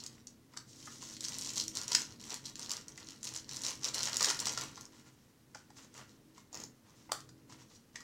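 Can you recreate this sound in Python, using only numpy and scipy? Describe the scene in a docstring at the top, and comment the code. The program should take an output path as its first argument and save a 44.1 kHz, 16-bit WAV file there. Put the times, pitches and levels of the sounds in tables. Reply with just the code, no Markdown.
"""Hands squeeze a thin plastic bag of pellets against a cardboard box, close up in a small, faintly humming room.
From the start, grip after grip, the film crackles (clumped random ticks over sliding hiss), fingers and pellets
scrape (noise and stirred resonances) and creases snap (short coloured bursts). Hard parts soon knock (rough
contact forces ring plastic bodies); late on, a tight part creaks as it sticks and slips and a catch clacks home.
A near wall and a diffuse tail answer every sound."""
import sys
import numpy as np
from scipy import signal
from scipy.fft import rfft, irfft, next_fast_len
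from scipy.io import wavfile
from scipy.ndimage import map_coordinates

SR = 44100
rng = np.random.default_rng(int(sys.argv[2]) if len(sys.argv) > 2 else 0)


def wav_record(signal):
    """Record a signal, one row per channel, as 16-bit PCM in the file named by sys.argv[1]."""
    frames = np.transpose(np.atleast_2d(signal))
    bounded = np.clip(frames, -1, 1)
    # unit amplitude maps onto the largest positive 16-bit level
    quanta = np.round(bounded * 32767).astype(np.int16)
    wavfile.write(sys.argv[1], SR, quanta)


N = 354123
TOP_HZ = 15900

# resonances of the hard parts: centre_hz, width_hz, level_db
PART_MODES = [(484, 460, -1), (983, 75, 1.5), (1180, 210, -7), (1400, 26, 4.5), (1932, 300, 0.5),
              (2960, 200, -5)]
# colour of a snap: freq_hz, gain_db
SNAP_GAIN = [(300, -60), (1000, -1), (2500, -10.5), (4500, -4), (7000, 0.5), (8500, -6.5), (10500, -14),
             (16000, -19.5)]
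# colour of a hard plastic click: freq_hz, gain_db
CLICK_GAIN = [(500, -35), (2400, -15.5), (3500, -9.5), (4700, 2.5), (7000, -0.5), (8500, -8),
              (10500, -25.5), (16000, -29.5)]


def amp(db):
    """Decibels to gain."""
    return 10 ** (np.asarray(db) / 20)


def unit(x):
    """Scale to rms 1."""
    return x / np.sqrt(np.mean(x ** 2) + 1e-20)


def along(points, hz):
    """Read (Hz, value) points on a log axis."""
    f, v = np.transpose(points)
    return np.interp(np.log(hz + 1), np.log(f + 1), v)


def curves(rows):
    """One value per sample for each column after the time."""
    s, *cols = np.transpose(rows)
    return [np.interp(np.arange(N) / SR, s, c) for c in cols]


def wobble(rate_hz):
    """A smooth random curve, rate_hz knots a second."""
    knots = rng.standard_normal(int(N * rate_hz / SR) + 4)
    return map_coordinates(knots, [np.arange(N) * rate_hz / SR])


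def coloured(x, gain):
    """Causal (minimum-phase) filter with the given gain over frequency."""
    size = 2 * next_fast_len(len(x))
    log_gain = np.log(np.maximum(gain(np.fft.rfftfreq(size, 1 / SR)), 1e-6))
    cepstrum = irfft(log_gain)
    cepstrum[1:size // 2] *= 2  # fold onto positive time
    cepstrum[size // 2 + 1:] = 0
    response = np.exp(rfft(cepstrum))
    return irfft(rfft(x, size) * response)[:len(x)]


def shaped(x, points):
    """Give x the colour of (Hz, dB) points."""
    return coloured(x, lambda f: amp(along(points, f)))


def resonance(modes, f):
    """Gain of a body with (Hz, width Hz, dB) modes, summed in power."""
    power = sum((amp(db) * f * w) ** 2 / ((c * c - f * f) ** 2 + (f * w) ** 2) for c, w, db in modes)
    return np.sqrt(power)


def hump(f, hz, slope_db):
    """A broad emphasis round hz that falls by slope_db an octave."""
    return amp(-slope_db * np.abs(np.log2((f + 1) / hz)))


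def burst(t60_s, spike=0):
    """A contact: a first spike on a fast-dying noisy chatter."""
    t = np.arange(SR // 16) / SR
    return rng.standard_normal(len(t)) * amp(-60 * t / t60_s) + spike * (t == 0)


def contact(peak_s):
    """A rough contact force: random signs under an envelope that peaks at peak_s, then lets go."""
    u = np.arange(SR // 16) / SR / peak_s
    return rng.choice([-1, 1], len(u)) * u * np.exp(-u)


def grains(rate_hz, spread_db):
    """Random tiny impulses of uneven size and random sign, rate_hz a second."""
    size = amp(spread_db * np.clip(rng.standard_normal(N), -2, 2))
    return (rng.random(N) < rate_hz / SR) * size * rng.choice([-1, 1], N)


def add(track, start_s, sound, db):
    """Place a sound at start_s with level db over its first 3 ms."""
    head = sound[:round(.003 * SR)]
    levelled = sound * amp(db) / np.sqrt(np.mean(head ** 2))
    span = track[max(round(start_s * SR), 0):][:len(sound)]
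    span += levelled[:len(span)]


def background(rumble_db=-2, hiss_db=-71):
    """A wavering hum, as of a distant fan, over low rumble and a faint even hiss."""
    # common level of hum and rumble: time_s, level_db
    low_level = [(0.0, -59), (0.02, -60), (0.45, -64), (1.43, -55), (3.17, -60), (4.47, -54), (5.34, -67),
                 (5.95, -61.5), (6.51, -64.5), (6.64, -56.5), (6.8, -67), (7.18, -59), (7.94, -64.5),
                 (8.03, -61)]
    # rumble colour: freq_hz, gain_db
    rumble_gain = [(12, -37), (25, -10.5), (50, -15), (85, -7.5), (122, 0), (175, -7), (225, -3),
                   (300, -11), (370, -12), (460, -13), (700, -26.5), (1500, -64.5)]
    # hum tones: freq_hz, level_db re low_level
    hum_tones = [(130, -11), (234, -11.5), (269, -10), (319.5, -9.5)]
    # hiss colour: freq_hz, gain_db
    hiss_gain = [(200, -8), (400, -10), (700, -11), (1000, -11), (2800, -17.5), (5000, -17.5),
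                 (16000, -22.5)]
    t = np.arange(N) / SR
    rumble = amp(rumble_db) * unit(shaped(rng.standard_normal(N), rumble_gain))
    hum = np.zeros(N)
    for hz, db in hum_tones:
        level = amp(3.5 * wobble(9))
        phase = 2 * np.pi * hz * t + 1.1 * wobble(9)
        hum += amp(db) * unit(level * np.sin(phase))
    hiss = amp(hiss_db) * unit(shaped(rng.standard_normal(N), hiss_gain))
    return (rumble + hum) * amp(curves(low_level)[0]) + hiss


def grips(rise_db_per_s=480, fall_db_per_s=301, arch_db=1, creep_db=-13.5, creep_fall_db_per_s=69.5):
    """Grips tighten fast, hold and relax, the film unfolding on; gives effort in dB for film and rubbing."""
    # squeezes and shifts of grip: start_s, hold_s, film_effort_db, rub_effort_db
    squeezes = [(0, 0.062, -54.5, -64.5), (0.099, 0.088, -66, -72.5), (0.535, .06, -64.5, -67.5),
                (0.692, .09, -59.5, -75.5), (0.787, .2, -54.5, -66.5), (1.018, .12, -50.5, -62.5),
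                (1.227, .31, -45, -59), (1.573, 0.036, -37.5, -52), (1.758, 0.063, -41, -52.5),
                (1.892, .12, -40.5, -53.5), (2.079, .05, -55, -65), (2.211, .08, -53, -62),
                (2.294, .06, -46.5, -54), (2.446, .05, -51, -62), (2.589, 0.076, -50, -59.5),
                (2.695, .07, -47.5, -54), (2.881, .03, -63.5, -63), (2.977, .05, -55, -63.5),
                (3.076, .07, -56.5, -65.5), (3.25, .13, -46, -57), (3.492, .13, -49, -58),
                (3.645, .07, -41.5, -50), (3.844, 0.037, -39.5, -49), (3.949, .21, -42, -49),
                (4.207, 0.099, -38.5, -45), (4.346, 0.098, -45, -50), (4.453, .06, -42.5, -47.5),
                (4.58, .055, -42, -46.5), (4.684, 0.15, -59.5, -62), (4.93, .06, -63, -65.5),
                (5.069, 0.013, -61, -63.5), (5.138, .17, -75, -77), (5.558, .06, -67, -68),
                (5.772, .07, -60.5, -63), (5.955, .06, -58, -56.5), (6.076, .07, -70.5, -72.5),
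                (6.365, .02, -63, -66.5), (6.546, .09, -58.5, -59.5), (6.864, .07, -73, -69),
                (6.969, .09, -66, -70.5), (7.13, .08, -63.5, -79), (7.515, .03, -59.5, -61.5),
                (7.587, 0.043, -63, -66), (7.704, 0.053, -64, -70.5), (7.957, .06, -63, -65)]
    t = np.arange(N) / SR
    film, rub = np.full(N, -81.), np.full(N, -82.)  # the hands are never quite still
    for s, hold_s, film_db, rub_db in squeezes:
        near = slice(*np.searchsorted(t, [s - .5, s + hold_s + .5]))
        before_s = np.maximum(s - t[near], 0)
        after_s = np.maximum(t[near] - s - hold_s, 0)
        # weaker by arch_db at both ends of the hold
        dip_db = arch_db * (2 * np.clip((t[near] - s) / hold_s, 0, 1) - 1) ** 2
        release_db = np.maximum(-fall_db_per_s * after_s, creep_db - creep_fall_db_per_s * after_s)
        shape_db = release_db - rise_db_per_s * before_s - dip_db
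        film[near] = np.maximum(film[near], film_db + shape_db)
        rub[near] = np.maximum(rub[near], rub_db + shape_db)
    return film, rub


def crackle(effort_db, focus_db=7, level_db=-1):
    """Lightly held film slides with a smooth hiss; crumpled, facets of many sizes tick in clumps."""
    # handling of the film: time_s, crumple_share (0 sliding, 1 crumpling)
    handling = [(0, .8), (.5, .8), (.7, .25), (1.1, .3), (1.25, .85), (4.5, .9), (4.95, .4), (8.03, .35)]
    # film colour: freq_hz, gain_db
    film_gain = [(400, -28), (1000, -24.5), (2500, -10), (3300, -3), (4500, -1.5), (6000, 1.5),
                 (7500, -3.5), (9000, -10.5), (10500, -15.5), (16000, -21.5)]
    ticks = np.zeros(N)
    for hz in np.geomspace(3600, 8500, 7):
        facet = coloured(burst(t60_s=.008, spike=3.), lambda f: hump(f, hz, focus_db))
        ticks += signal.oaconvolve(grains(rate_hz=34, spread_db=6.5), unit(facet))[:N]
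    slide = shaped(rng.standard_normal(N), [(3000, -4.0), (7500, 1.5), (11000, -3)])
    crumple = np.clip(curves(handling)[0], 0, 1)
    crumpling = np.sqrt(crumple) * unit(shaped(ticks, film_gain))
    sliding = np.sqrt(1 - crumple) * unit(shaped(slide, film_gain))
    clumps_db = 2.4 * wobble(45)
    return (crumpling + sliding) * amp(effort_db + clumps_db + level_db)


def rubbing(effort_db, ring=0.91, level_db=-0.5):
    """Fingers and pellets scrape in small catches that stir the card and the hard parts."""
    # scrape colour: freq_hz, gain_db
    rub_gain = [(200, -23), (450, 0), (700, -8), (950, 4.5), (1400, -3.5), (2100, -7.5), (2800, -4),
                (5000, -9.5), (10000, -41)]
    catches = unit(grains(rate_hz=700, spread_db=8.5)) + 0.6 * rng.standard_normal(N)
    stirred = unit(coloured(grains(rate_hz=600, spread_db=2.5), lambda f: resonance(PART_MODES, f)))
    clumps_db = 2 * wobble(40)
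    scrape = unit(unit(shaped(catches, rub_gain)) + ring * stirred)
    return scrape * amp(effort_db + clumps_db + level_db)


def room(x, wall_s=0.0093, wall_db=-12, tail_db=-5, build_s=0.005, count=9):
    """A diffuse tail builds up within a few milliseconds and a near wall answers after 9.3 ms; the tail
    crossfades through a cycle of random tails."""
    # tail: freq_hz, t60_s, colour_db (each tail is then scaled to unit energy)
    tail_bands = [(300, 0.19, -4.5), (900, 0.25, -4), (1475, 0.34, 0), (6000, 0.21, -1), (14100, 0.22, 1)]
    wall = signal.oaconvolve(x, burst(t60_s=0.012, spike=4.7))[:N]
    wet = np.pad(unit(wall) * np.std(x) * amp(wall_db), (round(wall_s * SR), 0))[:N]
    place = np.arange(N) / SR / .12  # next tail every 0.12 s
    bands_hz, t60s, levels_db = np.transpose(tail_bands)
    for k in range(count):
        hz, t, z = signal.stft(rng.standard_normal(SR // 2), SR, nperseg=256)
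        t60_s = along(np.c_[bands_hz, t60s], hz)[:, None]
        colour_db = along(np.c_[bands_hz, levels_db], hz)[:, None]
        build = 1 - np.exp(-(t / build_s) ** 2)
        tail = signal.istft(z * amp(colour_db - 60 * t / t60_s) * build, SR, nperseg=256)[1]
        share = np.sqrt(np.maximum(1 - np.abs((place - k) % count - 1), 0))
        wet += amp(tail_db) * signal.fftconvolve(x * share, tail / np.linalg.norm(tail))[:N]
    return wet


def small_creases(effort_db, count=80, growth=.3, over_db=4, spread_db=3.5, top_db=-41):
    """Rows (s, dB) of small creases giving way at random, more often and louder under a harder grip."""
    due = np.cumsum(amp(growth * effort_db))  # rate grows as this power of grip strength
    when, size = rng.random((count, 2)).T
    at = np.searchsorted(due, when * due[-1])
    typical_db = np.minimum(effort_db[at] + over_db, top_db)  # a small facet can only snap so loud
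    return list(zip(at / SR, typical_db + spread_db * (2 * size - 1)))


def snaps(effort_db, t60_s=0.013, spike=4.4, focus_db=9):
    """Each crease flips at once and its facet flutters at its own pitch, length and crispness."""
    # big creases that buckle: start_s, level_db over the first 3 ms
    big_creases = [(.0383, -42), (.0634, -39), (.2704, -43), (.5728, -55.5), (1.1013, -55), (1.1674, -44),
                   (1.2074, -37), (1.2528, -37), (1.2848, -35.5), (1.2912, -42), (1.3852, -35.5),
                   (1.412, -38.5), (1.448, -40), (1.4616, -39.5), (1.535, -41.5), (1.5577, -38.5),
                   (1.5794, -30.5), (1.612, -37), (1.681, -32.5), (1.7713, -30.5), (1.8153, -36.5),
                   (1.8804, -33.5), (1.919, -28.5), (1.9963, -41), (2.019, -34), (2.3427, -35.5),
                   (2.4596, -40.5), (2.5562, -41), (2.5947, -39), (2.6951, -38.5), (2.707, -34),
                   (2.7159, -30.5), (2.7684, -39.5), (2.8826, -42), (2.9767, -45.5), (3.0876, -43),
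                   (3.1066, -46.5), (3.2302, -39), (3.29, -41), (3.3625, -34.5), (3.375, -40),
                   (3.4925, -40), (3.569, -37), (3.6518, -35.5), (3.684, -33.5), (3.889, -36),
                   (3.945, -32.5), (4.0316, -28.5), (4.0554, -32), (4.0957, -40), (4.169, -26),
                   (4.2281, -24.5), (4.2464, -27), (4.2554, -32), (4.3014, -28.5), (4.309, -32),
                   (4.392, -34), (4.402, -30.5), (4.4562, -31), (4.5355, -39.5), (4.81, -44.5),
                   (4.8543, -47), (5.771, -56.5), (5.942, -53), (5.9775, -50), (6.3806, -59), (7.2049, -50)]
    crease_hz, pitch_spread, length_spread = 5750, .13, 0.38  # spreads are log shares
    crisp_spread_db = 2  # at 10 kHz
    out = np.zeros(N)
    for s, db in list(big_creases) + small_creases(effort_db):
        crisp, length, pitch = rng.standard_normal(3)
        hz = crease_hz * np.exp(pitch_spread * pitch)

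        def colour(f):
            tilt_db = crisp_spread_db * crisp * f / 10000
            return amp(along(SNAP_GAIN, f) + tilt_db) * hump(f, hz, focus_db)

        flutter = burst(t60_s * np.exp(length_spread * length), spike)
        add(out, s, coloured(flutter, colour), db)
    return out


def knocks(sharpness=8, shell=.7, focus_db=6, grit=0.11):
    """A hard contact gives a bright click, rings the struck spot at its own pitch and stirs the rest."""
    # blows: start_s, body_db, body_hz, click_db (levels over the first 3 ms)
    blows = [(.538, -56, 1250, -64), (.566, -55.5, 1350, -55), (0.5715, -49, 1240, -39),
             (.874, -48.5, 1220, -60), (1.026, -53.5, 1000, -54), (1.9171, -43.5, 993, -40),
             (1.9482, -34.5, 1410, -23.5), (1.9493, -32, 1965, -20.5), (2.978, -50, 2140, -57),
             (4.085, -44, 1400, -41), (4.141, -51, 1230, -43), (4.207, -38, 1300, -28.5),
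             (4.22, -35.5, 1002, -32), (4.244, -36, 1750, -24.5), (4.301, -36.5, 1400, -31),
             (4.328, -41, 1400, -47), (4.469, -38, 940, -31), (4.575, -39.5, 1330, -34.5),
             (4.775, -50.5, 1080, -52), (5.547, -48.5, 1510, -48), (5.553, -50, 848, -60),
             (5.702, -61, 864, -61.5), (6.379, -55.5, 1090, -60.5), (7.093, -51, 900, -68),
             (7.29, -63, 1500, -56), (7.497, -58, 1000, -59.5), (7.523, -60, 1200, -54.5),
             (7.957, -42.5, 2100, -42), (8.004, -61, 1110, -52.5)]
    ref_contact_s, ref_click_db, shortening = 0.0017, -38.5, 0.07  # harder blows are shorter
    out = np.zeros(N)
    for s, body_db, hz, click_db in blows:
        contact_s = ref_contact_s * amp(shortening * (ref_click_db - click_db))
        force = grit * contact(contact_s) * contact_s / .001
        force[0] += .5  # short contacts are mostly push, long ones mostly scrape

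        def body(f):
            spot = resonance([(hz, hz / sharpness, 0)], f)
            return (spot + shell * resonance(PART_MODES, f)) * hump(f, hz, focus_db)

        add(out, s, coloured(force, body), body_db)
        add(out, s, shaped(contact(contact_s), CLICK_GAIN), click_db)
    return out


def creak(slip_t60_s=0.011, body_db=-9):
    """A tight plastic part sticks and slips: each slip rasps high and nudges its hollow body."""
    # slips: start_s, rasp_db over the first 3 ms
    slips = [(6.5286, -46), (6.5443, -41), (6.5522, -42.5), (6.5732, -44.5), (6.6013, -44), (6.6197, -51),
             (6.6374, -41)]
    # squeak of the tight part: centre_hz, width_hz, level_db
    squeak_modes = [(4080, 300, -9.5), (5220, 300, -3.5), (6360, 300, -0.5), (7000, 280, -1.5)]
    # hollow body colour: freq_hz, gain_db
    body_gain = [(200, -20), (450, 1), (950, 4), (1400, -27), (2500, -38), (6000, -22)]
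    out = np.zeros(N)
    for s, db in slips:
        rasp = coloured(burst(slip_t60_s), lambda f: amp(along(CLICK_GAIN, f)) * resonance(squeak_modes, f))
        add(out, s, rasp, db)
        add(out, s, shaped(burst(slip_t60_s), body_gain), db + body_db)
    return out


def clack(grit=0.037, chatter_s=0.00036, chatter_db=-5):
    """A catch seats in quick contacts, each a brief bright chatter that rings the hollow plastic shell."""
    # contacts of the catch: start_s, shell_db over the first 3 ms
    contacts = [(7.116, -53), (7.1183, -38), (7.1199, -27), (7.1225, -39)]
    # hollow plastic shell: centre_hz, width_hz, level_db
    shell_modes = [(592, 140, -4), (900, 110, 2), (1080, 150, -7), (1300, 130, -9), (2870, 630, -14.5),
                   (4800, 500, -4), (6370, 480, -8), (8090, 400, -9), (9190, 1100, -16)]
    out = np.zeros(N)
    for s, db in contacts:
        force = grit * contact(chatter_s)
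        force[0] += 1
        ring = coloured(force, lambda f: resonance(shell_modes, f) / (1 + (f / 10500) ** 6))
        add(out, s, ring, db)
        add(out, s, shaped(contact(chatter_s), SNAP_GAIN), db + chatter_db)
    return out


def scene():
    """All handling sounds in the room."""
    film_db, rub_db = grips()
    film = crackle(film_db) + snaps(film_db)
    hard_parts = rubbing(rub_db) + knocks() + creak() + clack()
    near = film + hard_parts
    return (near + room(near) + background())[None]


def record(dry):
    """The recorder keeps nothing above its band limit."""
    size = next_fast_len(N + SR // 2)
    kept = np.fft.rfftfreq(size, 1 / SR) < TOP_HZ
    return irfft(rfft(dry, size) * kept, size)[..., :N]


dry = scene()
out = record(dry)
wav_record(out)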